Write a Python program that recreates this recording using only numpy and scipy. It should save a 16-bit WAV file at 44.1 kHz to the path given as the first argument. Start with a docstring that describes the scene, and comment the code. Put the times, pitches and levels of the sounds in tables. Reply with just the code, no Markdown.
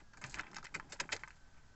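"""Key in a car's ignition lock

A hand works the key, with a phone recording close by in the quiet cabin.
Taps of key bunch and lock ring the plastic dashboard and the damped keys, as sums of dying sines.
Lock parts crunch through their detents: dense bursts of random clicks drive the same objects and a thud.
The hand rustles, in patchy clicks, and thumps, in swelling low sines.
Shaped noise gives faint hiss and rumble beneath, and a gliding sine a far whine."""
import sys
import numpy as np
from scipy import signal
from scipy.fft import rfft, irfft
from scipy.io import wavfile
from scipy.ndimage import uniform_filter1d

SR = 44100
rng = np.random.default_rng(int(sys.argv[2]) if len(sys.argv) > 2 else 0)


def generate_wav(signal):
    """Clip the signal to [-1, 1] and save it as 16-bit WAV at the path in sys.argv[1]."""
    frames = np.transpose(np.atleast_2d(signal))
    scaled = np.clip(frames, -1, 1) * 32767
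    pcm = np.round(scaled).astype(np.int16)
    wavfile.write(sys.argv[1], SR, pcm)


N = 77175

# Resonances of the plastic dashboard panel. Each row: frequency in Hz, relative level in dB,
# undamped t60 in seconds.
PANEL_MODES = [(560, -36, 0.21), (800, -26.5, 0.0077), (879, 4, 0.049), (1033.5, -8.5, 0.1),
               (1310, 6.5, 0.018), (1540, -1.5, 0.047), (1690, 3.5, 0.019), (1890, -2, 0.016),
               (2055, 1.5, 0.026), (2327, 5, 0.01), (2380, 1.5, 0.017), (2580, -1.5, 0.034),
               (3074, 0.5, 0.032)]
# Resonances of the key bunch. Each row: frequency in Hz, relative level in dB, undamped t60 in seconds.
KEY_MODES = [(3500, 2, 0.015), (3660, -6.5, 0.13), (4167, -1, 0.046), (4387, -4, 0.07),
             (4916, 16.5, 0.0061), (5277, 2.5, 0.035), (5860, 5.5, 0.011), (6116, -7.5, 0.043),
             (6456, 7.5, 0.024), (6970, 4, 0.042), (7480, 16, 0.0091), (7773, -15.5, 0.036),
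             (8100, -24, 0.019)]
# Low resonances heard as a thud. Each row: frequency in Hz, relative level in dB, undamped t60 in seconds.
THUD_MODES = [(130, 5.5, 0.054), (165, 4, 0.088), (300, 9, 0.026), (438, 9.5, 0.014), (560, 0.5, 0.04),
              (816, -4.5, 0.074)]


def undb(db):
    """Amplitude factor of a level in dB."""
    return 10 ** (np.asarray(db) / 20)


def unit(x):
    """Signal scaled to rms 1."""
    return x / np.sqrt(np.mean(x ** 2))


def unit_energy(x):
    """Signal scaled to energy 1."""
    return x / np.sqrt(np.sum(x ** 2))


def fade(t, t60):
    """Exponential decay that falls 60 dB in t60 seconds."""
    return np.exp(-np.log(1000) * t / t60)


def add(out, start, x):
    """Mix x into out from start (s), cut at the end of out."""
    i = int(start * SR)
    x = x[:len(out) - i]
    out[i:i + len(x)] += x


def ring(modes, chance, damp, focus_hz=None, slope_db=15.5):
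    """Answer of an object to one blow, energy 1; the favoured pitch sets each mode's share and phase.

    damp is a share of the undamped t60; slope_db weakens modes per octave away from focus_hz."""
    scatter_db, detune = 1.5, .005  # spread of level; of frequency, as a share
    in_phase_oct = .42  # modes this near the favoured pitch start together, the others opposite
    t = np.arange(SR // 5) / SR
    out = np.zeros(len(t))
    for k, ((hz, db, t60), a, b) in enumerate(zip(modes, chance, chance[::-1])):
        if focus_hz:
            octaves_off = abs(np.log2(hz / focus_hz))
            sign = np.sign(in_phase_oct - octaves_off)
        else:
            octaves_off = 0
            sign = (-1) ** k
        level = undb(db - slope_db * octaves_off + scatter_db * a)
        tone = np.sin(2 * np.pi * hz * (1 + detune * b) * t)
        out += sign * level * fade(t, t60 * damp) * tone
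    edges = [.8 * modes[0][0], 1.15 * modes[-1][0]]
    return unit_energy(signal.sosfilt(signal.butter(3, edges, "bandpass", fs=SR, output="sos"), out))


def clicks(count, rate):
    """Random clicks of uneven size and either polarity, rate per second on average, rms 1."""
    spread_db = 2.5
    chance, polarity, size = rng.random((count, 3)).T
    happens = chance < rate / SR
    gain = undb(-spread_db * np.log(size + .03))  # a few clicks stand out
    return unit(happens * np.sign(polarity - .5) * gain)


def rubbed(drive, modes, damp, focus_hz=None):
    """Clicks played through a damped object; many contacts spread wider in pitch than one blow."""
    answer = ring(modes, np.zeros(13), damp, focus_hz, slope_db=8)
    return signal.fftconvolve(drive, answer)[:len(drive)]


def hiss_and_rumble():
    """Steady noise shaped in the spectrum, strongest at the lowest frequencies."""
    # Spectrum of the floor. 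Each row: frequency in Hz, relative density in dB per Hz.
    floor_shape = [(15, 2.5), (33, -8.5), (64, -9), (223, -21), (348, -32), (583, -28), (697, -28.5),
                   (1220, -29), (1560, -27), (2280, -38), (6400, -36.5), (8000, -42), (10400, -74),
                   (17600, -120)]
    hz, db = np.array(floor_shape).T
    f = np.maximum(np.arange(N // 2 + 1) * SR / N, 1)
    gain = undb(np.interp(np.log(f), np.log(hz), db))
    noise = irfft(rfft(rng.standard_normal(N)) * gain, N)
    return undb(-59.5) * unit(noise)


def far_whine(t):
    """Thin sine whose pitch and level glide between set points."""
    # Path of the whine. Each row: time in seconds, frequency in Hz, rms level in dB.
    whine_path = [(0, 1685, -82.5), (0.201, 1583, -71), (.7, 1587, -89.5), (1.2, 1540, -86),
                  (1.451, 1536, -75.5), (1.598, 1526, -79.5), (1.75, 1520, -73)]
    s, hz, db = np.array(whine_path).T
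    phase = 2 * np.pi * np.cumsum(np.interp(t, s, hz)) / SR
    return undb(np.interp(t, s, db)) * np.sqrt(2) * np.sin(phase)


def patchy():
    """Uneven gain that moves from scuff to scuff, with short slopes between."""
    spread_db, scuff_s = 3.5, .008
    k = int(scuff_s * SR)
    steps_db = np.repeat(rng.standard_normal(N // k + 1), k)[:N]
    return undb(spread_db * uniform_filter1d(steps_db, k // 3 + 1))


def rustle(t):
    """Continuous small scrapes of fingers and key ring: patchy clicks through panel, keys and thud."""
    # Level of the rustle. Each row: time in seconds, then panel, key and thud levels in dB.
    rustle_levels = [(0.0, -64.5, -73.5, -63.5), (0.094, -111, -113, -90), (0.188, -74, -73, -64.5),
                     (0.216, -92, -93, -64), (0.246, -55.5, -64, -56.5), (0.316, -62.5, -59, -65),
                     (0.4, -50, -67, -56), (0.444, -62, -79, -66), (0.596, -63.5, -80.5, -57),
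                     (0.626, -84, -85, -71), (0.648, -53, -66, -56.5), (0.673, -65.5, -81, -81),
                     (0.726, -75.5, -79.5, -70), (0.762, -66.5, -76, -59.5), (0.882, -73, -84, -68.5),
                     (0.944, -58.5, -65.5, -67.5), (0.986, -73.5, -79.5, -73), (1.006, -43, -70.5, -57.5),
                     (1.103, -89, -78, -67), (1.144, -50.5, -55, -49), (1.188, -66, -76, -66),
                     (1.256, -68.5, -77, -70.5), (1.354, -76.5, -79, -79.5), (1.398, -77, -80.5, -77.5),
                     (1.75, -77.5, -86, -76.5)]
    s, panel_db, key_db, thud_db = np.array(rustle_levels).T
    # level, object, damping share, clicks per second, favoured Hz (soft fingers favour a low panel pitch)
    parts = [(panel_db, PANEL_MODES, .4, 1500, 1250),
             (key_db, KEY_MODES, .5, 1200, None),
             (thud_db, THUD_MODES, .5, 600, None)]
    out = np.zeros(N)
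    for db, modes, damp, rate, hz in parts:
        scrape = rubbed(patchy() * clicks(N, rate), modes, damp, hz)
        out += undb(np.interp(t, s, db)) * scrape
    return out


def thumps():
    """Dull pushes of the hand on the column: each a sine that swells and dies."""
    # Each row: start in seconds, frequency in Hz, level in dB before swell and decay,
    # rise time constant in seconds, t60 in seconds.
    thump_rows = [(0.243, 130, -39.5, 0.0037, 0.12), (0.317, 45.6, -44.5, 0.016, 0.28),
                  (0.384, 41.7, -51, 0.0088, 0.1), (0.579, 154, -53.5, 0.01, 0.15),
                  (0.761, 295, -51, 0.0023, 0.075), (1.031, 165, -51.5, 0.0063, 0.11),
                  (1.137, 96, -46, 0.0051, 0.1), (1.129, 600, -36.5, 0.0025, 0.038),
                  (1.151, 446, -37.5, 0.0017, 0.029)]
    out, t = np.zeros(N), np.arange(SR // 2) / SR
    for start, hz, db, rise, t60 in thump_rows:
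        envelope = (1 - np.exp(-t / rise)) * fade(t, t60)
        add(out, start, undb(db) * envelope * np.sin(2 * np.pi * hz * t))
    return out


def crunches():
    """Lock parts through their detents: dense clicks swell, hold and die; the thud follows a little late."""
    # Each row: start, rise, hold and fall t60 in seconds, panel, key and thud levels in dB,
    # favoured panel, key and thud pitches in Hz.
    crunch_rows = [(0.364, 0.014, 0.01, 0.037, -52, -73, -69, 1690, 4960, 300),
                   (0.738, 0.0069, 0.0097, 0.057, -41, -47.5, -50, 1920, 5900, 300),
                   (0.895, 0.0014, 0.013, .04, -67, -64, -89, 1540, 7000, 560),
                   (0.92, 0.0011, 0.0087, 0.057, -50.5, -46, -54, 1910, 5630, 560),
                   (0.998, 0.0021, 0.0043, 0.042, -37.5, -37.5, -49.5, 2534, 5630, 560),
                   (1.115, 0.01, 0.0037, 0.056, -34.5, -37.5, -47, 2700, 5170, 571),
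                   (1.558, 0.007, .015, 0.13, -68.5, -81, -84, 1610, 5600, 300)]
    clicks_per_s, thud_delay_s = 5000, 0.00767
    out, t = np.zeros(N), np.arange(SR // 4) / SR
    for start, rise, hold, t60, panel_db, key_db, thud_db, panel_hz, key_hz, thud_hz in crunch_rows:
        swell = np.clip(t / rise, 0, 1) ** 1.8
        fall = fade(np.clip(t - rise - hold, 0, None), t60)
        drive = swell * fall * clicks(len(t), clicks_per_s)
        panel = undb(panel_db) * rubbed(drive, PANEL_MODES, .6, panel_hz)
        keys = undb(key_db) * rubbed(drive, KEY_MODES, .55, key_hz)
        thud = undb(thud_db) * rubbed(drive, THUD_MODES, .6, thud_hz)
        add(out, start, panel + keys)
        add(out, start + thud_delay_s, thud)
    return out


def taps():
    """Each tap: a blow and a dying chatter of rebounds, into the panel and the keys."""
    # Each row: start in seconds, level in dB, panel and key levels in dB relative to it,
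    # chatter t60 in seconds, chatter level in dB, favoured panel and key pitches in Hz.
    tap_rows = [(0.134, -46.5, -5.5, -18.5, 0.064, 0.5, 1250, 4400),
                (0.172, -46.5, -11.5, -13, 0.059, 0, 1670, 6400),
                (0.214, -46, -4.5, -15, 0.11, 3, 1690, 6470),
                (0.24, -30, -8.5, -14.5, 0.063, -7, 2380, 4740),
                (0.247, -33, -7.5, -20, 0.039, -20.5, 1580, 6580),
                (0.265, -36.5, -23, -13.5, 0.042, -6.5, 2180, 6970),
                (0.296, -35, -46, -18.5, 0.05, 0, 1570, 6950),
                (0.343, -24.5, -12, -16, 0.073, -9.5, 2130, 5800),
                (0.387, -44, -1, -9, 0.028, -14, 1900, 4900),
                (0.392, -39.5, -4, -12.5, 0.017, 5, 1890, 4900),
                (0.3953, -26, -2, -27, 0.026, -11.5, 1754, 3830),
                (0.4, -34, -6.5, -13.5, 0.051, -6.5, 1850, 3220),
                (0.409, -40, -2.5, -7.5, 0.011, 0, 1820, 4210),
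                (0.439, -54, -10, -12.5, 0.028, -4, 1500, 4300),
                (0.467, -48.5, -5.5, -21, 0.025, 2, 2300, 3300),
                (0.514, -49.5, -4.5, -16.5, 0.047, 1.5, 824, 4060),
                (0.532, -43.5, -1.5, -17, 0.017, -9, 1340, 6620),
                (0.545, -39.5, -10, -13.5, 0.031, 0, 2000, 5600),
                (0.558, -54, -4, -8, 0.11, 7.5, 2580, 5040),
                (0.566, -30.5, -7.5, -10.5, 0.026, -2, 1157, 5030),
                (0.584, -26.5, -14.5, -22, 0.048, -8.5, 1310, 4250),
                (0.628, -55, 0.5, -8, 0.053, 0.5, 1300, 4900), (0.643, -39, -24, -11, 0.036, -7, 846, 6160),
                (0.647, -35.5, -20, -12, 0.025, -6, 1890, 7000),
                (0.654, -45, -1, -7.5, 0.031, -1.5, 2520, 4860),
                (0.667, -43, -6.5, -15, 0.035, -0.5, 2040, 4220),
                (0.798, -23.5, -11.5, -33, 0.052, -13, 1340, 5060),
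                (1.0909, -39.5, 2, -31, 0.12, -12, 1620, 7700),
                (1.164, -34, -9.5, -11, 0.029, -3, 1690, 4800),
                (1.194, -51, -12, -15, 0.079, -1, 2350, 5290),
                (1.215, -58, -7.5, -30, 0.064, -0.5, 940, 7540),
                (1.235, -30.5, -5.5, -25.5, 0.04, -6, 1690, 3840),
                (1.276, -44, -0.5, -19, 0.042, -6, 1590, 4380),
                (1.281, -46, -7.5, -10.5, 0.032, -3.5, 1440, 6860),
                (1.305, -42, -13.5, -25, 0.038, 0.5, 1990, 3770)]
    chatter_per_s = 6000
    panel_damp, key_damp = 1, 0.45  # shares of the undamped t60; the hand grips the keys
    out, t = np.zeros(N), np.arange(SR // 10) / SR
    blow = (t == 0) * np.sqrt(SR / 1000)  # as much energy as 1 ms at rms 1
    for row, chance in zip(tap_rows, rng.standard_normal((len(tap_rows), 13))):
        start, db, panel_db, key_db, t60, chatter_db, panel_hz, key_hz = row
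        parts = [(panel_db, PANEL_MODES, panel_damp, panel_hz),
                 (key_db, KEY_MODES, key_damp, key_hz)]
        for part_db, modes, damp, hz in parts:
            chatter = undb(chatter_db) * clicks(len(t), chatter_per_s) * fade(t, t60)
            struck = signal.fftconvolve(blow + chatter, ring(modes, chance, damp, hz))
            add(out, start, undb(db + part_db) * struck)
    return out


def cabin(x):
    """Short dense reflections of the small cabin: a decaying noise tail after a 2 ms gap."""
    t = np.arange(SR // 5) / SR
    tail = rng.standard_normal(len(t)) * fade(t, 0.048) * (t > .002)
    return x + undb(-27.5) * signal.fftconvolve(x, unit_energy(tail))[:N]


def scene():
    """Taps and crunches in the cabin, over the hand's sounds and the quiet background."""
    t = np.arange(N) / SR
    background = hiss_and_rumble() + far_whine(t)
    hand = rustle(t) + thumps()
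    lock = cabin(crunches() + taps())
    return (background + hand + lock)[None]


def record(dry):
    """The phone cuts the top steeply above 7850 Hz; a trace of converter hiss stays."""
    cut = signal.sosfilt(signal.butter(24, 7850, fs=SR, output="sos"), dry)
    return cut + undb(-105) * rng.standard_normal(dry.shape)


dry = scene()
out = record(dry)
generate_wav(out)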